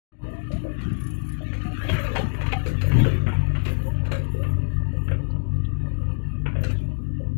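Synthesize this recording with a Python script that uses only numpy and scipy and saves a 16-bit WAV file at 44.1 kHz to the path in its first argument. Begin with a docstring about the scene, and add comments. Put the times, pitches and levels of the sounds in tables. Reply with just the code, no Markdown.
"""A diesel backhoe loader drags its bucket through dry soil in an open field.
Its firings chug in the exhaust and rattle the casing. Earth grinds, slides and thuds; clods and
stones strike the steel bucket, which groans with friction. The linkage clanks, a dry pin squeaks,
the pump hums and oil hisses in the valves. A tractor drones behind. The sound is on the left."""
import sys
import numpy as np
from scipy import signal
from scipy.fft import rfft, irfft, next_fast_len
from scipy.io import wavfile
from scipy.ndimage import uniform_filter1d, map_coordinates

SR = 44100
rng = np.random.default_rng(int(sys.argv[2]) if len(sys.argv) > 2 else 0)


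def wav_record(signal):
    """Record a signal, one row per channel, as 16-bit PCM in the file named by sys.argv[1]."""
    frames = np.transpose(np.atleast_2d(signal))
    bounded = np.clip(frames, -1, 1)
    # unit amplitude maps onto the largest positive 16-bit level
    quanta = np.round(bounded * 32767).astype(np.int16)
    wavfile.write(sys.argv[1], SR, quanta)


N = 325017
TIME = np.arange(N) / SR
LN_1000 = np.log(1000)  # 60 dB of decay

# bucket bites, fills, lifts clear: (time [s], scrape level [dB], tumble level [dB])
DIG_LEVELS = [(.25, -56.5, -48), (1.3, -56.5, -84), (1.75, -48, -77), (1.83, -42, -48), (2.05, -42, -39),
              (2.33, -49.5, -43), (2.6, -49, -54), (3.3, -55.5, -48.5), (4.4, -56.5, -51.5),
              (5.5, -70.5, -56.5), (6.0, -62.5, -55), (7.37, -83.5, -59.5)]
# hollow steel bucket: (frequency [Hz], base t60 [s])
BUCKET_MODES = [(385, 0.096), (440, 0.096), (508, 0.17), (545, 0.076), (582, 0.027), (615, 0.15),
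                (743, 0.17), (852, 0.0083), (905, 0.069), (982, 0.12)]
# frame and ground: (frequency [Hz], relative density [dB])
GROUND_SPECTRUM = [(20, -21.5), (38, 7), (80, 3.5), (120, 12.5), (190, 0), (290, -1), (380, -10),
                   (480, -50), (700, -32.5), (1500, -62.5)]


def exhaust(firings, load_db):
    """Each firing pushes and pulls exhaust gas, a little unevenly; overtones grow with load."""
    # (multiple of firing rate, relative level [dB])
    overtones = [(2, 6.5), (3, 1)]
    bark = sum(undb(db + 1.8 * walk(14)) * np.sin(2 * np.pi * k * firings) for k, db in overtones)
    tone = np.sin(2 * np.pi * firings) * undb(1.8 * walk(25))
    tone_db = -34.5 + .45 * (load_db - np.median(load_db))
    chug = undb(1.7 * walk(32))
    return -chug * (unit(tone) * undb(tone_db) + unit(bark) * undb(load_db + 8.5))


def clatter(firings, bite_db):
    """Combustion and gears rattle the casing once a firing, harder when the bucket bites."""
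    # casing: (frequency [Hz], nominal width [Hz], relative level [dB])
    modes = [(530, 23, -3.5), (744, 66, -8), (880, 34, -19.5), (1209, 176, 6.5), (1800, 243, 2),
             (2543, 200, -3.5), (2728, 200, -4.5), (2960, 170, -6.5), (3170, 100, -12), (3720, 54, -13),
             (4294, 220, -19.5)]
    decay_cycles = .38
    stroke = undb(7 * rng.standard_normal(int(firings[-1]) + 1))[firings.astype(int)]
    gate = 2 + stroke * np.exp(-(firings % 1) / decay_cycles)
    casing = lambda f: sum(undb(db) / (1 + 2j * (f - hz) / (.58 * width)) ** 2 for hz, width, db in modes)
    ring = shape(noise() * gate, casing)
    ring = np.interp(TIME + .00018 * walk(22), TIME, ring)  # slight pitch waver
    force_db = -53 + .4433 * (bite_db - np.median(bite_db))
    return patchy(ring, spread_db=4, rate_hz=15, width_hz=126.15) * undb(force_db + walk(19))


def digging():
    """Scrape, tumble and shudder levels in dB: the steady bite, swollen as earth slides off the bucket."""
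    # (peak time [s], level [dB], t60 [s])
    slides = [(.86, -52.5, 1.1), (2.209, -44, 0.27), (3.0, -35.5, 0.63), (6.7, -49.5, 1.1)]
    rise_s = .13
    scrape_db, tumble_db = curves(DIG_LEVELS)
    slide = sum(undb(db) * blow(s - rise_s, rise_s, t60) for s, db, t60 in slides)
    swell = lambda steady_db, share_db: 20 * np.log10(np.hypot(undb(steady_db), undb(share_db) * slide))
    return swell(scrape_db, 0), swell(tumble_db, -4.5), swell(steady_db=-36.5, share_db=14.5)


def soil(scrape_db):
    """Crumbs grind along the steel in uneven slips; a light touch only whispers."""
    # (frequency [Hz], relative density [dB])
    spectrum = [(350, -3), (600, 3), (800, -18.5), (1050, -22.5), (1300, 1.5), (1520, 1), (1850, 1),
                (3000, 0.5), (3900, -12), (5000, -25.5), (6800, -22.5), (9000, -38.5), (15000, -45.5)]
    grind = colour(grains(per_s=3000, spread_db=3.5) + .9 * noise(), spectrum)
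    whisper_db = 2.2 * np.minimum(scrape_db + 54, 0)
    slip_db = 1.5 * walk(48)
    grind = patchy(grind, spread_db=7, rate_hz=28, width_hz=185.8)
    return grind * undb(scrape_db + whisper_db + slip_db)


def knocks():
    """Linkage knocks and cracking stones: a snap, then a shower of cracks and a spray of grit."""
    # (time [s], relative crack level [dB], relative grit level [dB], shower t60 [s])
    hits = [(0.515, -44, -50.5, 0.31), (0.806, -51, -54, 0.19), (1.526, -40, -54, 0.81),
            (1.89, -28, -46.5, 1), (2.152, -25.5, -39, 0.25), (2.343, -40.5, -65, 0.24),
            (2.408, -34.5, -51.5, 0.26), (2.461, -33.5, -54.5, 0.34), (2.521, -29.5, -44, 0.12),
            (2.659, -38.5, -41, 0.23), (2.81, -37, -44.5, 0.27), (2.914, -32, -70, 0.39),
            (3.045, -30.5, -56, 0.45), (3.262, -33, -80, 0.4), (3.277, -38, -71, 0.77),
            (3.549, -38, -56.5, 0.61), (3.651, -37, -45, 0.19), (3.674, -37, -56, 0.45),
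            (4.05, -40.5, -57.5, 0.35), (4.114, -32, -44, 0.33), (4.426, -38.5, -69, 0.4),
            (5.077, -40.5, -80, 0.19), (5.112, -36.5, -88, 0.28), (6.4553, -31.5, -70, 0.37),
            (6.552, -42, -94, 0.6), (6.634, -38.5, -43.5, 0.27), (6.702, -47, -51, 0.067)]
    # both: (frequency [Hz], relative density [dB])
    crack_spectrum = [(200, -11.5), (500, 20), (750, 10), (1300, 17), (2700, 14.5), (3300, 6), (3900, -22),
                      (4800, -40), (9000, -68.5)]
    grit_spectrum = [(2500, -18), (4000, 9), (5200, -5.5), (7000, -3), (9000, -11.5), (11500, -10),
                     (15000, -22.5)]
    snap = sum(undb(db - 6) * blow(s, .003, .07) for s, db, _, _ in hits)
    shower = sum(undb(db - 8) * blow(s, .009, t60) for s, db, _, t60 in hits)
    spray = sum(undb(db - 4.5) * blow(s - .002, .0082, .96 * t60) for s, _, db, t60 in hits)
    stone = colour(grains(per_s=3500, spread_db=2), crack_spectrum)
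    stone = patchy(stone, spread_db=3, rate_hz=12, width_hz=110)
    grit = colour(grains(per_s=2200, spread_db=1), grit_spectrum)
    grit = patchy(grit, spread_db=5, rate_hz=14, width_hz=160)
    return (snap + shower) * stone + spray * grit


def clods():
    """Clods ring the bucket modes near their own pitch; harder ones ring higher and crunch less."""
    # (time [s], relative level [dB], favoured frequency [Hz])
    large = [(.503, -45, 575), (.638, -35, 568), (1.406, -45, 620), (1.84, -39, 660), (1.885, -32.5, 600),
             (2.157, -28, 818), (2.53, -36.5, 770), (2.659, -34.5, 472), (2.84, -35.5, 532),
             (3.06, -29, 463), (3.273, -40, 665), (3.322, -41.5, 890), (3.662, -39, 395), (4.11, -36, 560),
             (4.343, -39, 423), (4.93, -45.5, 537), (5.114, -38.5, 553), (6.457, -44, 940),
             (6.554, -40.5, 564), (6.624, -41.5, 510), (7.197, -42, 540)]
    # (frequency [Hz], relative density [dB])
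    crunch_spectrum = [(150, -21.5), (350, 26), (680, -3), (900, -19.5), (1600, -31.5)]
    small_hz, crunch_db_per_octave = 530, -17
    moments = scatter(start_s=2.1, per_s=5.1)  # small clods drop once the bucket is full
    small = [(s, -57 + 1.4 * size, small_hz * 2 ** (.3 * pitch)) for s, size, pitch in moments]
    drops = list(large) + small
    hz, t60 = np.transpose(BUCKET_MODES)[:, :, None]
    t = TIME[:SR // 4]
    decay = np.exp(-LN_1000 * t / (1.65 * t60))
    attack = 1 - np.exp(-t / .0035)
    flutter = 1 + .45 * walk(260)  # loose earth on the ringing steel
    rings, crunch = np.zeros(N + len(t)), np.zeros(N)
    for (s, db, centre_hz), phase in zip(drops, rng.random((len(drops), len(hz), 1))):
        first = int(s * SR)
        weight = favour(hz, centre_hz, span_octaves=.085)
        loaded_hz = hz * (1 + .015 * rng.standard_normal())  # shifting load retunes the bucket
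        ring = np.sum(weight * decay * np.sin(2 * np.pi * (loaded_hz * t + phase)), axis=0)
        ring *= attack * flutter[first // 2:][:len(t)]
        rings[first:first + len(t)] += undb(db + 6) * ring / np.abs(ring).max()
        crunch_db = db - 8 + crunch_db_per_octave * np.log2(centre_hz / small_hz)
        crunch += undb(crunch_db) * blow(s, .005, .6)
    return rings[:N] + crunch * colour(noise(), crunch_spectrum)


def thuds():
    """Heavy lumps shake the ground for a few cycles and break up."""
    # (time [s], relative level [dB], frequency [Hz])
    lumps = [(0.534, -24.5, 146), (0.857, -22, 140), (.917, -23.5, 170), (1.652, -27, 191),
             (1.914, -21, 117), (2.238, -25, 200), (2.684, -23.5, 103), (2.938, -16, 109),
             (2.977, -21, 157), (3.019, -18, 206), (3.263, -21.5, 116)]
    swing = sum(undb(db + 6.5) * blow(s, .0038, .042) * np.sin(2 * np.pi * hz * (TIME - s))
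                for s, db, hz in lumps)
    crumble = sum(undb(db - 2) * blow(s, .018, .19) for s, db, _ in lumps)
    return swing + crumble * colour(noise(), GROUND_SPECTRUM)


def rumble(firings, shudder_db):
    """Frame and ground shudder, throbbing with each crank turn and each firing."""
    throb = 1 + .29 * np.cos(np.pi * firings) + .5 * np.cos(2 * np.pi * firings)
    return colour(noise() * throb, GROUND_SPECTRUM) * undb(shudder_db)


def clanks():
    """Steel strikes steel or stone; the faces chatter and ring the linkage modes around one pitch."""
    # arm and linkage: (frequency [Hz], t60 [s])
    modes = [(1244, 0.16), (1650, 0.26), (1815, 0.31), (2245, 0.092), (2495, 0.086), (2720, 0.041),
             (3101, 0.056), (3278, 0.12)]
    # (time [s], relative level [dB], favoured frequency [Hz])
    hits = [(1.807, -29.5, 1720), (1.884, -23.5, 3200), (2.159, -21.5, 2760), (2.519, -23, 2600),
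            (2.527, -41, 1250), (4.117, -38, 2300), (4.137, -35.5, 1540), (5.078, -36.5, 1850)]
    chatter_s, dull_hz = .0045, 3600  # earth between the faces dulls the blow
    hz, t60 = np.transpose(modes)[:, :, None]
    t = TIME[:SR // 3]
    decay = np.exp(-LN_1000 * t / t60)
    out = np.zeros(N + len(t))
    for s, db, centre_hz in hits:
        first = int(s * SR)
        weight = favour(hz, centre_hz, span_octaves=.2)
        detune = 1 + .008 * rng.standard_normal(hz.shape)
        response = np.sum(weight * decay * np.sin(2 * np.pi * hz * detune * t), axis=0)
        chatter = rng.standard_normal(len(t)) * t * np.exp(-t / chatter_s)
        ring = signal.fftconvolve(response, chatter)[:len(t)]
        out[first:first + len(t)] += undb(db - 2) * ring / np.abs(ring).max()
    return signal.sosfilt(signal.butter(6, dull_hz, fs=SR, output="sos"), out[:N])


def groans():
    """Friction makes the dragged bucket sing: a rough tone that swells, glides and fades."""
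    # (time [s], length [s], level [dB], start frequency [Hz], end frequency [Hz])
    glides = [(0.218, 0.22, -49, 590, 705), (0.504, 0.074, -41.5, 544, 680), (0.616, 0.12, -35, 311, 306),
              (0.649, 0.12, -48.5, 575, 600), (1.644, 0.1, -46.5, 714, 744), (1.831, 0.08, -37.5, 305, 268),
              (1.926, 0.143, -42.5, 1340, 1270), (2.161, .08, -38, 703, 868), (2.527, 0.051, -32, 811, 759),
              (3.844, 0.051, -40, 502, 554), (3.872, 0.041, -45.5, 886, 938), (4.13, 0.092, -39, 555, 510),
              (4.345, 0.089, -39.5, 471.5, 579), (4.847, 0.079, -53.5, 883, 930)]
    roughness, flutter_hz = .55, 110
    flutter = 1 + roughness * (walk(flutter_hz) + 1j * walk(flutter_hz))
    out = np.zeros(N)
    for s, length_s, db, start_hz, end_hz in glides:
        span = slice(int(s * SR), int((s + length_s) * SR))
        along = np.linspace(0, 1, len(out[span]))
        cycles = np.cumsum(start_hz + (end_hz - start_hz) * along) / SR
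        swell = np.sqrt(np.abs(np.sin(np.pi * along)))
        out[span] += undb(db) * swell * np.imag(flutter[span] * np.exp(2j * np.pi * cycles))
    return out


def tumbling(tumble_db):
    """Small clods keep tumbling in the bucket and make its lower modes mutter."""
    # (frequency [Hz], relative gain [dB])
    tilt = [(200, -31), (370, 4.5), (600, 1), (720, -17.5), (950, -2.5), (1400, -40)]
    taps = grains(per_s=400, spread_db=0) * undb(2 * walk(20))
    bucket = lambda f: sum(1 / (1 + 2j * np.pi * (f - hz) * t60 / LN_1000) for hz, t60 in BUCKET_MODES)
    ring = colour(shape(taps, bucket), tilt)
    return patchy(ring, spread_db=8, rate_hz=17, width_hz=100) * undb(tumble_db)


def pump(firings):
    """The hydraulic pump, geared to the crank, hums at six times the firing rate."""
    hum = np.sin(2 * np.pi * 6 * firings + .3 * walk(45)) * undb(3 * walk(7.7))
    return unit(hum) * undb(-47.5)


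def oil_flow(scrape_db):
    """Oil level in dB: each valve opens, holds and shuts, over a leak that follows the scrape."""
    # (time [s], hold [s], level [dB])
    openings = [(0.97, 0.4, -68.5), (1.9, 0.12, -56), (2.82, 0.18, -59), (3.639, 0.25, -60.5),
                (4.35, 0.13, -62.5), (4.981, 0.13, -67.5)]
    open_db_per_s, shut_db_per_s, leak_db = 318, 237, -19
    flow = undb(scrape_db + leak_db)
    for s, hold_s, db in openings:
        opening_db = np.maximum(s - TIME, 0) * open_db_per_s
        shutting_db = np.maximum(TIME - s - hold_s, 0) * shut_db_per_s
        flow = np.hypot(flow, undb(db - opening_db - shutting_db))
    return 20 * np.log10(flow)


def valves(flow_db):
    """Throttled oil hisses and flutters; the harder it is forced, the higher the hiss."""
    # both: (frequency [Hz], relative density [dB])
    hiss_spectrum = [(4000, -39), (5500, -15.5), (7000, 0), (8500, -10), (10600, 5), (12500, -4),
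                     (14200, -6.5), (15500, -13)]
    jet_spectrum = [(7000, -36.5), (11000, 2), (13000, 12), (15500, 5)]
    force = np.clip((flow_db + 80.5) / 20, 0, 1)
    jet = colour(noise(), jet_spectrum)
    hiss = colour(noise(), hiss_spectrum) * (1 - .5 * force) + .91 * force * jet
    return patchy(hiss, spread_db=6, rate_hz=7, width_hz=170) * undb(flow_db - 2 + 4.14 * walk(50))


def squeaks():
    """A dry pin sticks and slips; each slip gives a gritty tick and a rough, high chirp."""
    # (time [s], length [s], relative chirp level [dB], frequency [Hz], tick level [dB])
    bouts = [(0.926, .05, -64, 10400, -63), (0.995, .12, -54, 10600, -53.5), (1.176, .09, -63, 10540, -63),
             (1.282, .05, -63, 10600, -53.5), (5.303, .02, -62, 4350, -82), (5.643, .02, -53, 3330, -77),
             (6.606, .02, -50, 14240, -61)]
    # (frequency [Hz], relative density [dB])
    tick_spectrum = [(3500, -9.5), (7000, -2.5), (8500, -9), (10600, 8), (12500, -20), (14200, -12),
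                     (15500, -18)]
    period_s = .0345
    slips = [(s, db, hz, tick_db) for start_s, length_s, db, hz, tick_db in bouts
             for s in np.arange(start_s, start_s + length_s, period_s)]
    jitter_s = .002 * rng.standard_normal(64)
    chirps, ticks = np.zeros((2, N))
    for (s, db, hz, tick_db), late_s in zip(slips, jitter_s):
        envelope = blow(s + late_s, rise_s=.008, t60_s=.075)
        chirps += undb(db + 3) * envelope * np.cos(2 * np.pi * hz * TIME)
        ticks += undb(tick_db) * envelope
    chirps *= walk(1100)
    grit = patchy(colour(noise(), tick_spectrum), spread_db=4, rate_hz=25, width_hz=300)
    return chirps + ticks * grit


def tractor():
    """A second diesel drones further off; one tone beats against the exhaust's third harmonic."""
    # (frequency [Hz], relative level [dB])
    tones = [(68, -40), (247, -46.5)]
    beat_hz = 148.5
    sine = lambda hz: np.sin(2 * np.pi * np.cumsum(hz) / SR)
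    drone = sum(undb(db + 2.5 * walk(39)) * sine(hz * (1 + .00589 * walk(1.9))) for hz, db in tones)
    drone += undb(-41) * sine(beat_hz + walk(1.989))
    swell_db = np.interp(TIME, [0, 3.5], [-3, 2])
    return drone * undb(swell_db)


def undb(db):
    """Decibels to gain."""
    return 10 ** (np.asarray(db) / 20)


def unit(x):
    """Scale to rms 1."""
    return x / np.sqrt(np.mean(x ** 2))


def curves(table):
    """One per-sample control for each column after the time."""
    s, *columns = np.transpose(table)
    return [np.interp(TIME, s, column) for column in columns]


def shape(x, gain):
    """Filter by gain(Hz); rms 1."""
    size = next_fast_len(N)
    hz = np.maximum(np.arange(size // 2 + 1) * SR / size, 1)
    return unit(irfft(rfft(x, size) * gain(hz), size)[:N])


def colour(x, spectrum):
    """Filter by (frequency [Hz], gain [dB]) points; rms 1."""
    hz, db = np.transpose(spectrum)
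    return shape(x, lambda f: undb(np.interp(np.log(f), np.log(hz), db)))


def favour(hz, centre_hz, span_octaves):
    """Mode weights: 1 at the centre, half at one span away."""
    return 1 / (1 + (np.log2(hz / centre_hz) / span_octaves) ** 2)


def patchy(x, spread_db, rate_hz, width_hz):
    """Each band swells and fades at random, within limits; rms 1."""
    hz, s, spectrum = signal.stft(x, SR, nperseg=1024)
    chance = rng.standard_normal((400, 400))
    grid = np.meshgrid(hz / width_hz, s * rate_hz, indexing="ij")
    drift = map_coordinates(chance, grid, order=1, mode="wrap")
    gain = undb(spread_db * unit(np.tanh(2 * drift)))
    return unit(signal.istft(spectrum * gain, SR)[1][:N])


def noise():
    """White noise."""
    return rng.standard_normal(N)


def walk(rate_hz):
    """Smooth random drift; rms 1."""
    hold = int(SR / rate_hz)
    steps = np.repeat(rng.standard_normal(N // hold + 1), hold)
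    return unit(uniform_filter1d(uniform_filter1d(steps, hold), hold)[:N])


def grains(per_s, spread_db):
    """Random clicks, most small and a few large; rms 1."""
    clicks = (rng.random(N) < per_s / SR) * noise()
    return unit(clicks * undb(spread_db * np.minimum(rng.exponential(size=N), 4)))


def scatter(start_s, per_s):
    """Loosely spaced moments: (time [s], random value, random value)."""
    slots = np.arange(start_s, TIME[-1] - 1 / per_s, 1 / per_s)
    chance = rng.standard_normal((200, 3))[:len(slots)]
    return np.column_stack([slots + (1 + np.tanh(chance[:, 0])) / (2 * per_s), chance[:, 1:]])


def blow(start_s, rise_s, t60_s):
    """Impact envelope: linear rise, exponential fall; peak 1."""
    envelope = np.zeros(N)
    first = int(start_s * SR)
    t = TIME[:min(SR, N - first)]
    fall = np.exp(-LN_1000 * np.maximum(t - rise_s, 0) / max(t60_s, .01))
    envelope[first:first + len(t)] = np.minimum(t / rise_s, 1) * fall
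    return envelope


def scene():
    """Backhoe, earth and tractor in the open."""
    # four-cylinder diesel: (time [s], firing rate [Hz])
    speed = [(.25, 51), (2.0, 49.3), (2.5, 47.3), (3.8, 47.2), (4.6, 47.7), (5.1, 47.2), (5.5, 48.1),
             (6.3, 47.4), (6.7, 48.1)]
    # engine load: (time [s], relative exhaust level [dB])
    load = [(.25, -54.5), (1.0, -47.5), (2.0, -42), (2.5, -41), (3.0, -32), (3.8, -38), (4.8, -37),
            (5.6, -39), (6.2, -38.5), (6.75, -38), (6.98, -51), (7.3, -38)]
    firing_hz, = curves(speed)
    load_db, = curves(load)
    bite_db, _ = curves(DIG_LEVELS)
    scrape_db, tumble_db, shudder_db = digging()
    firings = np.cumsum(firing_hz * (1 + .0043 * walk(20))) / SR
    machine = exhaust(firings, load_db) + pump(firings) + clatter(firings, bite_db)
    machine += valves(oil_flow(scrape_db)) + squeaks() + clanks() + groans()
    earth = rumble(firings, shudder_db) + soil(scrape_db) + tumbling(tumble_db)
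    earth += knocks() + thuds() + clods()
    return (machine + earth + tractor()) * undb([[6], [-50]])  # right: only a faint copy of the scene


def record(dry):
    """The level fades up in two steps; the top is cut."""
    # (time [s], gain [dB])
    fade_in = [(.115, -90), (.122, -23), (.205, -17), (.24, -1)]
    top_hz = 15500
    fade_db, = curves(fade_in)
    return signal.sosfilt(signal.ellip(8, .2, 70, top_hz, fs=SR, output="sos"), dry * undb(fade_db))


dry = scene()
out = record(dry)
wav_record(out)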